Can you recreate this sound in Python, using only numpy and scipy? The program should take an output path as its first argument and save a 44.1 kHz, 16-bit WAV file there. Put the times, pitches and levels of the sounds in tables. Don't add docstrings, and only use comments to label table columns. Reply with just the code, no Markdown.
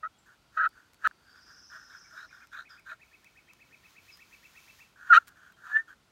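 import sys
import numpy as np
from scipy import signal
from scipy.fft import rfft, irfft, next_fast_len
from scipy.io import wavfile
from scipy.ndimage import map_coordinates

SR = 44100
rng = np.random.default_rng(int(sys.argv[2]) if len(sys.argv) > 2 else 0)


def store_wav(level_fs):
    pcm = np.round(np.clip(np.atleast_2d(level_fs), -1, 1) * 32767)
    wavfile.write(sys.argv[1], SR, pcm.T.astype(np.int16))


N = 269451


def amp(db):
    return 10 ** (np.asarray(db) / 20)


def unit(x):
    return x / np.sqrt(np.mean(x ** 2) + 1e-20)


def curves(rows):
    s, *cols = np.transpose(rows)
    first = round(s[0] * SR)
    t = np.arange(first, min(N, round(s[-1] * SR))) / SR
    return first, [np.interp(t, s, c) for c in cols]


def add(track, first, x):
    track[first:first + len(x)] += x[:len(track) - first]


def sine(hz):
    return np.sin(2 * np.pi * np.cumsum(hz) / SR)


def ringing(x, spectrum):
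    size = 2 ** 13
    f, db = np.transpose(spectrum)
    log_hz = np.log(np.fft.rfftfreq(size, 1 / SR) + 1)
    gain = amp(np.interp(log_hz, np.log(f), db))
    cepstrum = irfft(np.log(gain + 1e-4))
    cepstrum[1:size // 2] *= 2
    cepstrum[size // 2 + 1:] = 0
    pulse = irfft(np.exp(rfft(cepstrum)))[:size // 2]
    return signal.fftconvolve(x, pulse / np.linalg.norm(pulse))[:len(x)]


def wobble(count, rate):
    knots = rng.standard_normal(int(count * rate / SR) + 4)
    return map_coordinates(knots, [np.arange(count) * rate / SR])


def echoes(x, t60):
    t = np.arange(SR // 2) / SR
    tail = rng.standard_normal(len(t)) * amp(-60 * t / t60)
    return signal.fftconvolve(x, tail / np.linalg.norm(tail))[:N]


# frequency in Hz, relative level in dB per Hz.
AIR_SPECTRUM = [(26, -32), (45, -0.5), (311, -6.5), (496, -11.5), (698, -10.5), (809, -11), (1090, -10.5),
                (1200, -13), (1390, -6.5), (1650, -16), (2000, -14.5), (3600, -16), (4600, -17.5),
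                (5070, -19), (15600, -32.5)]
AIR_DB = -67


def air():
    drift = amp(AIR_DB + 0.2 * wobble(N, 0.76))
    return drift * ringing(rng.standard_normal(N), AIR_SPECTRUM)


# time in seconds, level in dB before the mix, base pitch in Hz.
TRILL_CONTOUR = [(.38, -75, 4500), (.5, -75, 4580), (.85, -76.5, 4380), (1.1, -74.5, 4410),
                 (1.3, -60, 4370), (1.6, -54, 4685), (2.15, -57, 4744), (2.3, -60.5, 4635),
                 (2.55, -72, 4640)]
# time in seconds, sweep width in Hz.
TRILL_WIDTH = [(1.12, 340), (1.42, 1148), (2.35, 1348)]
# start in seconds, level in dB before the mix, first pitch in Hz,
# last pitch in Hz, length in seconds.
STRAY_NOTES = [(0.122, -70.5, 3300, 3320, 0.046), (0.184, -58.5, 8170, 7300, 0.0091),
               (2.69, -51, 5900, 4810, 0.045), (3.45, -71, 3200, 3140, .06),
               (4.113, -50.5, 5810, 4940, 0.041), (5.535, -65, 3215, 3160, 0.025)]
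SYLLABLES_PER_S, FLUTTER_HZ = 18.8, 237
TRILL_ECHO_S, NOTE_ECHO_S = 0.22, 0.32


def far_birds():
    first, (db, base_hz) = curves(TRILL_CONTOUR)
    count = len(db)
    t = np.arange(count) / SR
    width_hz = np.interp(t + first / SR, *np.transpose(TRILL_WIDTH))
    beat = (SYLLABLES_PER_S * t + .8) % 1
    buzz = sine(FLUTTER_HZ + 12 * wobble(count, 30))
    place = .75 * (1 - beat) ** 1.7 + 0.24 + 0.37 * (1.15 - beat) * buzz
    swell = 0.54 + 0.37 * np.sin(np.pi * beat ** 1.2)
    level = amp(db + 5 + buzz) * swell * amp(2.4 * wobble(count, 12.29))
    trill = np.zeros(N)
    add(trill, first, level * sine(base_hz + place * width_hz))
    core_hz = base_hz + width_hz / 3 + 40 * wobble(count, 30)
    core_level = amp(db - 0.2 + 2.2 * wobble(count, 25)) * beat
    add(trill, first, core_level * sine(core_hz))

    notes = np.zeros(N)
    for start, db, from_hz, to_hz, length in STRAY_NOTES:
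        u = np.arange(round(length * SR)) / (length * SR)
        glide_hz = to_hz + (from_hz - to_hz) * (1 - u) ** 4
        add(notes, round(start * SR), amp(db) * np.sin(np.pi * u ** .7) * sine(glide_hz))
    far_trill = amp(-12.5) * trill + amp(-5.5) * echoes(trill, TRILL_ECHO_S)
    return far_trill + amp(-5.5) * notes + amp(-4.0) * echoes(notes, NOTE_ECHO_S)


CHIRP_STARTS = [1.9195, 2.0401, 2.169, 2.2917, 2.4094, 2.5346, 2.653, 2.7744, 2.8923, 3.0115, 3.1299,
                3.2485, 3.368, 3.488, 3.605, 3.7253, 3.8443, 3.9652, 4.083, 4.2036, 4.3256, 4.4405, 4.562,
                4.6823, 4.804]
# time from its start in seconds, share of top pitch (ratio), level in dB.
CHIRP_ARCH = [(-.015, .68, -12), (-.008, .7, -7), (-.003, .75, -7), (.003, .94, -2), (.011, 1.01, -1.5),
              (.019, 1.0, 1.5), (.025, .84, -1), (.033, .9, -10), (.046, .87, -20)]
CHIRP_DB, CHIRP_SHY_DB, CHIRP_SWELL_S = -51.5, -12, 1
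CHIRP_HZ, CHIRP_FLAT_HZ, CHIRP_CLIMB_S = 2638, -390, .7


def chirper():
    out = np.zeros(N)
    for start in CHIRP_STARTS:
        since = start - CHIRP_STARTS[0]
        db = CHIRP_DB + CHIRP_SHY_DB * np.exp(-since / CHIRP_SWELL_S) + rng.normal(0, 0.83)
        top_hz = CHIRP_HZ + CHIRP_FLAT_HZ * np.exp(-since / CHIRP_CLIMB_S)
        top_hz *= rng.normal(1, .008)
        first, (share, shape_db) = curves(np.array(CHIRP_ARCH) + [start, 0, 0])
        phase = 2 * np.pi * np.cumsum(share * top_hz) / SR
        level = amp(db + shape_db + 1.7 * wobble(len(phase), 167))
        overtone = amp(-42.0) * share ** 4 * np.sin(2 * phase)
        chirp = level * (np.sin(phase) + overtone)
        add(out, first, chirp)
        add(out, first, amp(-6.5) * echoes(chirp, 0.36))
    return out


# time in seconds, level in dB before a 7 dB lift.
RUSTLE_LEVEL = [(3.0, -83), (3.05, -77.5), (3.5, -81), (3.83, -76), (3.91, -70), (3.99, -76.5), (4.05, -70),
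                (4.18, -71), (4.266, -74), (4.33, -70.5), (4.45, -71.5), (4.62, -68.5), (4.81, -69.5),
                (4.91, -80), (4.95, -87.5)]
# frequency in Hz, relative level in dB per Hz.
CLOTH_SPECTRUM = [(500, -34.5), (1000, -1.5), (2000, -1.5), (4200, -2.5), (5600, -4), (6800, -4),
                  (8200, -13.5), (9500, -9.5), (10500, -15.5), (12000, -8), (14000, -12.5), (15700, -10.5)]
# start in seconds, level in dB before a 2 dB cut and the filter.
CLOTH_TICKS = [(0.6904, -48), (0.9343, -50.5), (0.9443, -52), (2.4714, -51.5), (2.7964, -53.5),
               (3.245, -48), (3.5344, -44.5), (4.1727, -46), (5.2711, -51.5), (5.2748, -45),
               (5.2798, -43.5), (5.283, -44), (5.288, -47), (5.2914, -49), (5.5228, -53.5)]
# frequency in Hz, relative level in dB per Hz.
TICK_SPECTRUM = [(400, -39), (1000, -1), (4000, -4), (8000, -5.5), (12000, -8), (15700, -7.5)]
TICK_T60_S = 0.0093


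def clothing():
    rub, ticks = np.zeros(N), np.zeros(N)
    first, (db,) = curves(RUSTLE_LEVEL)
    grain = amp(db + 7 + .8 * wobble(len(db), 420))
    add(rub, first, grain * rng.standard_normal(len(db)))
    t = np.arange(SR // 20) / SR
    for start, db in CLOTH_TICKS:
        decay = amp(db - 2 - 60 * t / TICK_T60_S)
        add(ticks, round(start * SR), decay * rng.standard_normal(len(t)))
    return ringing(rub, CLOTH_SPECTRUM) + ringing(ticks, TICK_SPECTRUM)


# start, turn and end in seconds, plate drive in dB at each of these three,
# striker hiss over it in dB before its pitch tilt, hiss pitch at start and at end in Hz.
SCRAPE_STROKES = [ (0.266, 0.284, 0.35, -55.5, -57.5, -67.5, -29, 3400, 3500),
                  (0.527, 0.568, 0.6, -66.5, -50, -55.5, -27, 3511, 3540),
                  (0.73, 0.796, .9, -65.5, -58.5, -75.5, -30, 3600, 3520),
                  (0.993, 1.037, 1.032, -70, -46, -37, -32, 3230, 3270),
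                  (1.182, 1.376, 1.44, -73.5, -56, -69, -14.5, 3520, 3570),
                  (1.466, 1.494, 1.667, -60, -53, -69, -21, 3600, 3400),
                  (1.702, 1.733, 1.893, -54, -46, -62.5, -18, 3330, 3780),
                  (1.902, 1.954, 1.9705, -51, -50, -54, -15, 3800, 3320),
                  (1.977, 2.02, 2.17, -64, -60.5, -66, -25, 3320, 3500),
                  (2.111, 2.203, 2.252, -58.5, -45.5, -52, -17, 3380, 4100),
                  (2.309, 2.335, 2.45, -58.5, -54, -57, -14, 3820, 3250),
                  (2.526, 2.6, 2.625, -46.5, -43, -51.5, -15.5, 3600, 3980),
                  (2.696, 2.746, 2.805, -53.5, -53, -67.5, -7.5, 3416, 3440),
                  (2.863, 2.928, 2.94, -50, -42, -55.5, -20, 3800, 3900),
                  (4.962, 5.087, 5.1, -60, -45.5, -40.5, -20.5, 3446, 3340),
                  (5.174, 5.197, 5.235, -46, -49.5, -64.5, -14, 3480, 3470),
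                  (5.265, 5.284, 5.34, -70, -57, -69, -18, 3520, 3300),
                  (5.364, 5.482, 5.53, -60.5, -56, -66.5, -9, 3285, 3190),
                  (5.57, 5.687, 5.734, -68, -41.5, -44.5, -26, 3500, 3670),
                  (5.746, 5.766, 5.82, -41.5, -38, -58, -17, 3250, 3430),
                  (5.88, 5.89, 5.93, -52.5, -50, -54.5, -10, 3153, 3300), ]
# time in seconds, hum level in dB before its flicker.
SHAFT_WAKES = [(1.765, -63), (2.14, -68), (2.251, -64), (2.6, -69), (2.925, -58.5)]
# time in seconds, impulse level in dB before the modes.
TIP_TAP = (1.1115, -25)
# frequency in Hz, relative level in dB per Hz.
POT_MODES = [(260, -72.5), (450, -44.5), (521, -42.5), (611, -22), (644, -30.5), (765, -27), (916, -17),
             (1090, -11.5), (1230, -3.5), (1280, -6), (1400, 5), (1590, 4), (1860, -5), (2060, -29.5),
             (2200, -28.5), (2860, -51), (4840, -120)]
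# frequency in Hz, relative level in dB per Hz.
SHRILL_MODES = [(1260, -40.5), (2150, -7), (2440, -2), (2670, -5.5), (3020, -1.5), (3420, -19),
                (3780, -6.5), (4250, -10), (4930, -31), (6020, -19.5), (10100, -43), (11400, -33),
                (15600, -45.5)]
# frequency in Hz, relative level in dB per Hz.
GRIT_SPECTRUM = [(2710, -29.5), (4600, 0.5), (5040, -7.5), (6550, 1.5), (8040, -8), (9140, -8.5),
                 (10300, -19.5), (11900, -5.5), (12900, -12.5), (15300, -9), (15600, -20.5)]
TOUCH_S, LIFT_S = .022, 0.022
STRIKER_HZ, STRIKER_DB = 3270, -24
HISS_DB_PER_HZ = 0.0205
GRIT_DB, GRIT_GROWS, GRIT_FULL_DB = -42, 0.57, -45.5
SHAFT_HZ, WAKE_S = 645, 0.015
SHRILL_DB = -24.5


def scrape():
    drive, hiss, grit = np.zeros(N), np.zeros(N), np.zeros(N)
    for start, turn, end, start_db, turn_db, end_db, hiss_db, from_hz, to_hz in SCRAPE_STROKES:
        first, (db,) = curves([
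            (start - TOUCH_S, start_db - 41), (start, start_db), (turn, turn_db), (end, end_db),
            (end + LIFT_S / 2, end_db - 12.5), (end + 2 * LIFT_S, end_db - 38.5)])
        t = np.arange(first, first + len(db)) / SR
        hz = np.interp(t, [start, end], [from_hz, to_hz])
        mode_level = amp(STRIKER_DB + db + .5 * (hiss_db + 14.5)) * wobble(len(db), 250)
        add(hiss, first, mode_level * np.sin(2 * np.pi * STRIKER_HZ * t))
        add(drive, first, amp(db))
        hiss_level = amp(db + hiss_db + HISS_DB_PER_HZ * (hz - 3600.5)) * wobble(len(db), 600)
        add(hiss, first, hiss_level * sine(hz))
        add(grit, first, amp(GRIT_DB + GRIT_GROWS * np.minimum(db, GRIT_FULL_DB)))

    t = np.arange(N) / SR
    wake = sum(amp(db) * np.exp(-((t - s) / WAKE_S) ** 2) for s, db in SHAFT_WAKES)
    shaft_phase = 2 * np.pi * SHAFT_HZ * t
    shaft_tone = np.sin(shaft_phase) + amp(7) * np.sin(2 * shaft_phase)
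    hiss += wake * amp(3.3 * wobble(N, 60)) * shaft_tone

    lumps = unit(amp(1.8 * wobble(N, 180) + 0.9 * wobble(N, 35)))
    drive *= lumps * rng.standard_normal(N)
    tap_s, tap_db = TIP_TAP
    drive[round(tap_s * SR)] += amp(tap_db)
    body = ringing(drive, POT_MODES) + amp(SHRILL_DB) * ringing(drive, SHRILL_MODES)
    grain = ringing(grit * np.sqrt(lumps) * rng.standard_normal(N), GRIT_SPECTRUM)
    return body + lumps * hiss + grain


# time in seconds, level in dB before a 3 dB lift.
WHISTLE_LEVEL = [(5.7, -66), (5.714, -42), (5.741, -28.5), (5.754, -24), (5.762, -17), (5.7735, -21),
                 (5.776, -29), (5.797, -28), (5.812, -42), (5.83, -64), (5.875, -72)]
# time in seconds, pitch in Hz, level in dB before a 2.5 dB cut.
WHISTLE_SHAFT = [(5.66, 715, -72), (5.7, 742, -61), (5.75, 768, -59.5), (5.79, 775, -78)]
WHISTLE_HZ, WHISTLE_HZ_PER_S, WHISTLE_TOP_HZ = 1680, 1230, 1803


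def whistle():
    first, (db,) = curves(WHISTLE_LEVEL)
    count = len(db)
    hz = np.minimum(WHISTLE_HZ + WHISTLE_HZ_PER_S * np.arange(count) / SR, WHISTLE_TOP_HZ)
    phase = 2 * np.pi * np.cumsum(hz) / SR
    flicker_db = 1.34 * wobble(count, 249.6)
    quiet_flicker_db = np.clip(-27 - db, 0, 4) * wobble(count, 151)
    level = amp(db + 3.0 + flicker_db + quiet_flicker_db)
    side = np.sin(1.6 * phase) * (amp(3 * wobble(count, 120)) + 0.69)
    overtones = amp(-27.5) * np.sin(2 * phase) + amp(-38.5) * np.sin(3 * phase) + amp(-27.5) * side
    out = np.zeros(N)
    add(out, first, level * np.sin(phase) + level ** 2 * overtones)
    first, (hz, db) = curves(WHISTLE_SHAFT)
    add(out, first, amp(db - 2.5) * sine(hz))
    return out


# start and end in seconds,
# first and last pitch in Hz before its random wobble, level in dB.
RIVAL_SPELLS = [(0.032, .038, 1760, 1720, -52), (.052, .071, 1442, 1427, -40),
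                (.573, .591, 1417, 1442, -35), (.595, 0.62, 1595, 1633, -25),
                (.627, 0.651, 1432, 1388, -25), (0.662, 0.67, 1398, 1443, -23),
                (1.044, 1.055, 1648, 1615, -29), (1.058, 1.061, 1490, 1461, -24),
                (1.064, 1.077, 1745, 1718, -25.5), (5.124, 5.133, 1920, 1927, -33),
                (5.136, 5.143, 1780, 1410, -13), (5.148, 5.163, 1426, 1386, -21.5),
                (5.166, 5.172, 1382, 1408, -32.5)]
RIVAL_FADE_S = 0.0061


def rivals():
    start, end, from_hz, to_hz, db = np.transpose(RIVAL_SPELLS)
    t = np.arange(N) / SR
    level = np.zeros(N)
    for a, b, top in zip(start, end, db):
        first, (spell_db,) = curves([
            (a - RIVAL_FADE_S, top - 20), (a, top), (b, top), (b + RIVAL_FADE_S, top - 20)])
        add(level, first, amp(spell_db))
    times = np.ravel([start, end], "F")
    pitch = np.interp(t, times, np.ravel([from_hz, to_hz], "F"))
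    return sine(pitch * (1 + 0.027 * wobble(N, 163.3))), level


# time in seconds, slip rate in Hz, drive level in dB before the modes.
YELP_CONTOURS = [
    [(.026, 659, -51), (.034, 630, -31), (.056, 637.5, -33.5), (.068, 674, -41), (.078, 720, -73)],
    [(.562, 655, -48.5), (.575, 633.2, -26.5), (.59, 639, -29.5), (.618, 647.6, -30.5), (.654, 626.8, -26),
     (.669, 678, -28.5), (.677, 720, -62)],
    [(1.036, 651.4, -54), (1.045, 654.4, -29.5), (1.052, 637.3, -22), (1.064, 641, -25),
     (1.0745, 646.3, -21.5)],
    [(5.093, 731, -41), (5.105, 712.4, -15), (5.118, 710.7, -14.5), (5.128, 679, -9), (5.136, 626.2, -15.5),
     (5.152, 618, -13), (5.159, 620.7, -15.5), (5.168, 651, -12.5), (5.176, 692, -11), (5.182, 716.5, -15),
     (5.19, 720, -59.5)],
]
# roughness (0-1), treble over the body in dB.
YELP_GRIPS = [(0.08, -38), (0.57, -30), (0.43, -25), (0.2, -20)]
# frequency in Hz, relative level in dB per Hz.
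PLATE_MODES = [(400, -66), (900, -45.5), (1080, -21), (1220, 0), (1330, 7.5), (1600, 4), (1850, -6),
               (2000, -19), (2150, -45), (2800, -58), (4700, -120)]
CLEAN_HZ, CLEARING_HZ = 687.4, 47.6
TREBLE_DB_PER_HZ, WAKING_DB_PER_HZ = -0.0773, -0.1387
CLICK_HZ, CLICK_DB, CLICK_T60_S = 2500, -25.5, 0.0019


def yelps():
    low, high = np.zeros(N), np.zeros(N)
    rival, rival_level = rivals()
    tones = amp(1.3 * wobble(N, 200)) * rival_level * rival
    for rows, (roughness, bright_db) in zip(YELP_CONTOURS, YELP_GRIPS):
        first, (hz, db) = curves(rows)
        count = len(hz)
        span = slice(first, first + count)
        slowness = np.clip((CLEAN_HZ - hz) / CLEARING_HZ, .1, 1)
        rough = np.clip(roughness * slowness, 0, 1)
        waking_hz = np.minimum.accumulate(hz) - hz.min()
        treble_db = bright_db + TREBLE_DB_PER_HZ * (hz - hz.min()) + WAKING_DB_PER_HZ * waking_hz
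        phase = 2 * np.pi * np.cumsum(hz * (1 + 0.017 * rough * wobble(count, 200))) / SR
        chatter = rng.standard_normal(count)
        slips = unit(sum(np.cos(k * phase) for k in range(2, 23)))
        add(low, first, amp(db) * (amp(-3.5) * slips + np.sqrt(rough) * chatter))
        pushed = phase + 0.34 * np.minimum(rival_level[span] / amp(db), 1) * rival[span]
        pushed_slips = unit(sum(np.cos(k * pushed) for k in range(3, 23)))
        rasp = pushed_slips + np.sqrt(rough + .2) * chatter
        add(high, first, amp(db + treble_db) * rasp)
        add(tones, first, amp(0.63 * db - 37.5) * np.cos(phase))
    out = ringing(low, PLATE_MODES) + ringing(high, SHRILL_MODES) + tones
    after = np.arange(SR // 20) / SR
    stop = round(YELP_CONTOURS[2][-1][0] * SR)
    click = amp(CLICK_DB - 60 * after / CLICK_T60_S) * np.sin(2 * np.pi * CLICK_HZ * after)
    out[stop:stop + SR // 20] = click
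    return out


def scene():
    call = yelps() + whistle() + scrape()
    call_echo = amp(-46) * echoes(call, 0.22)
    return (call + call_echo + chirper() + far_birds() + clothing() + air())[None]


TOP_HZ = 15810


def record(dry):
    m = next_fast_len(N + SR // 2)
    kept = np.fft.rfftfreq(m, 1 / SR) < TOP_HZ
    return irfft(rfft(dry, m) * kept, m)[..., :N]


dry = scene()
out = record(dry)
store_wav(out)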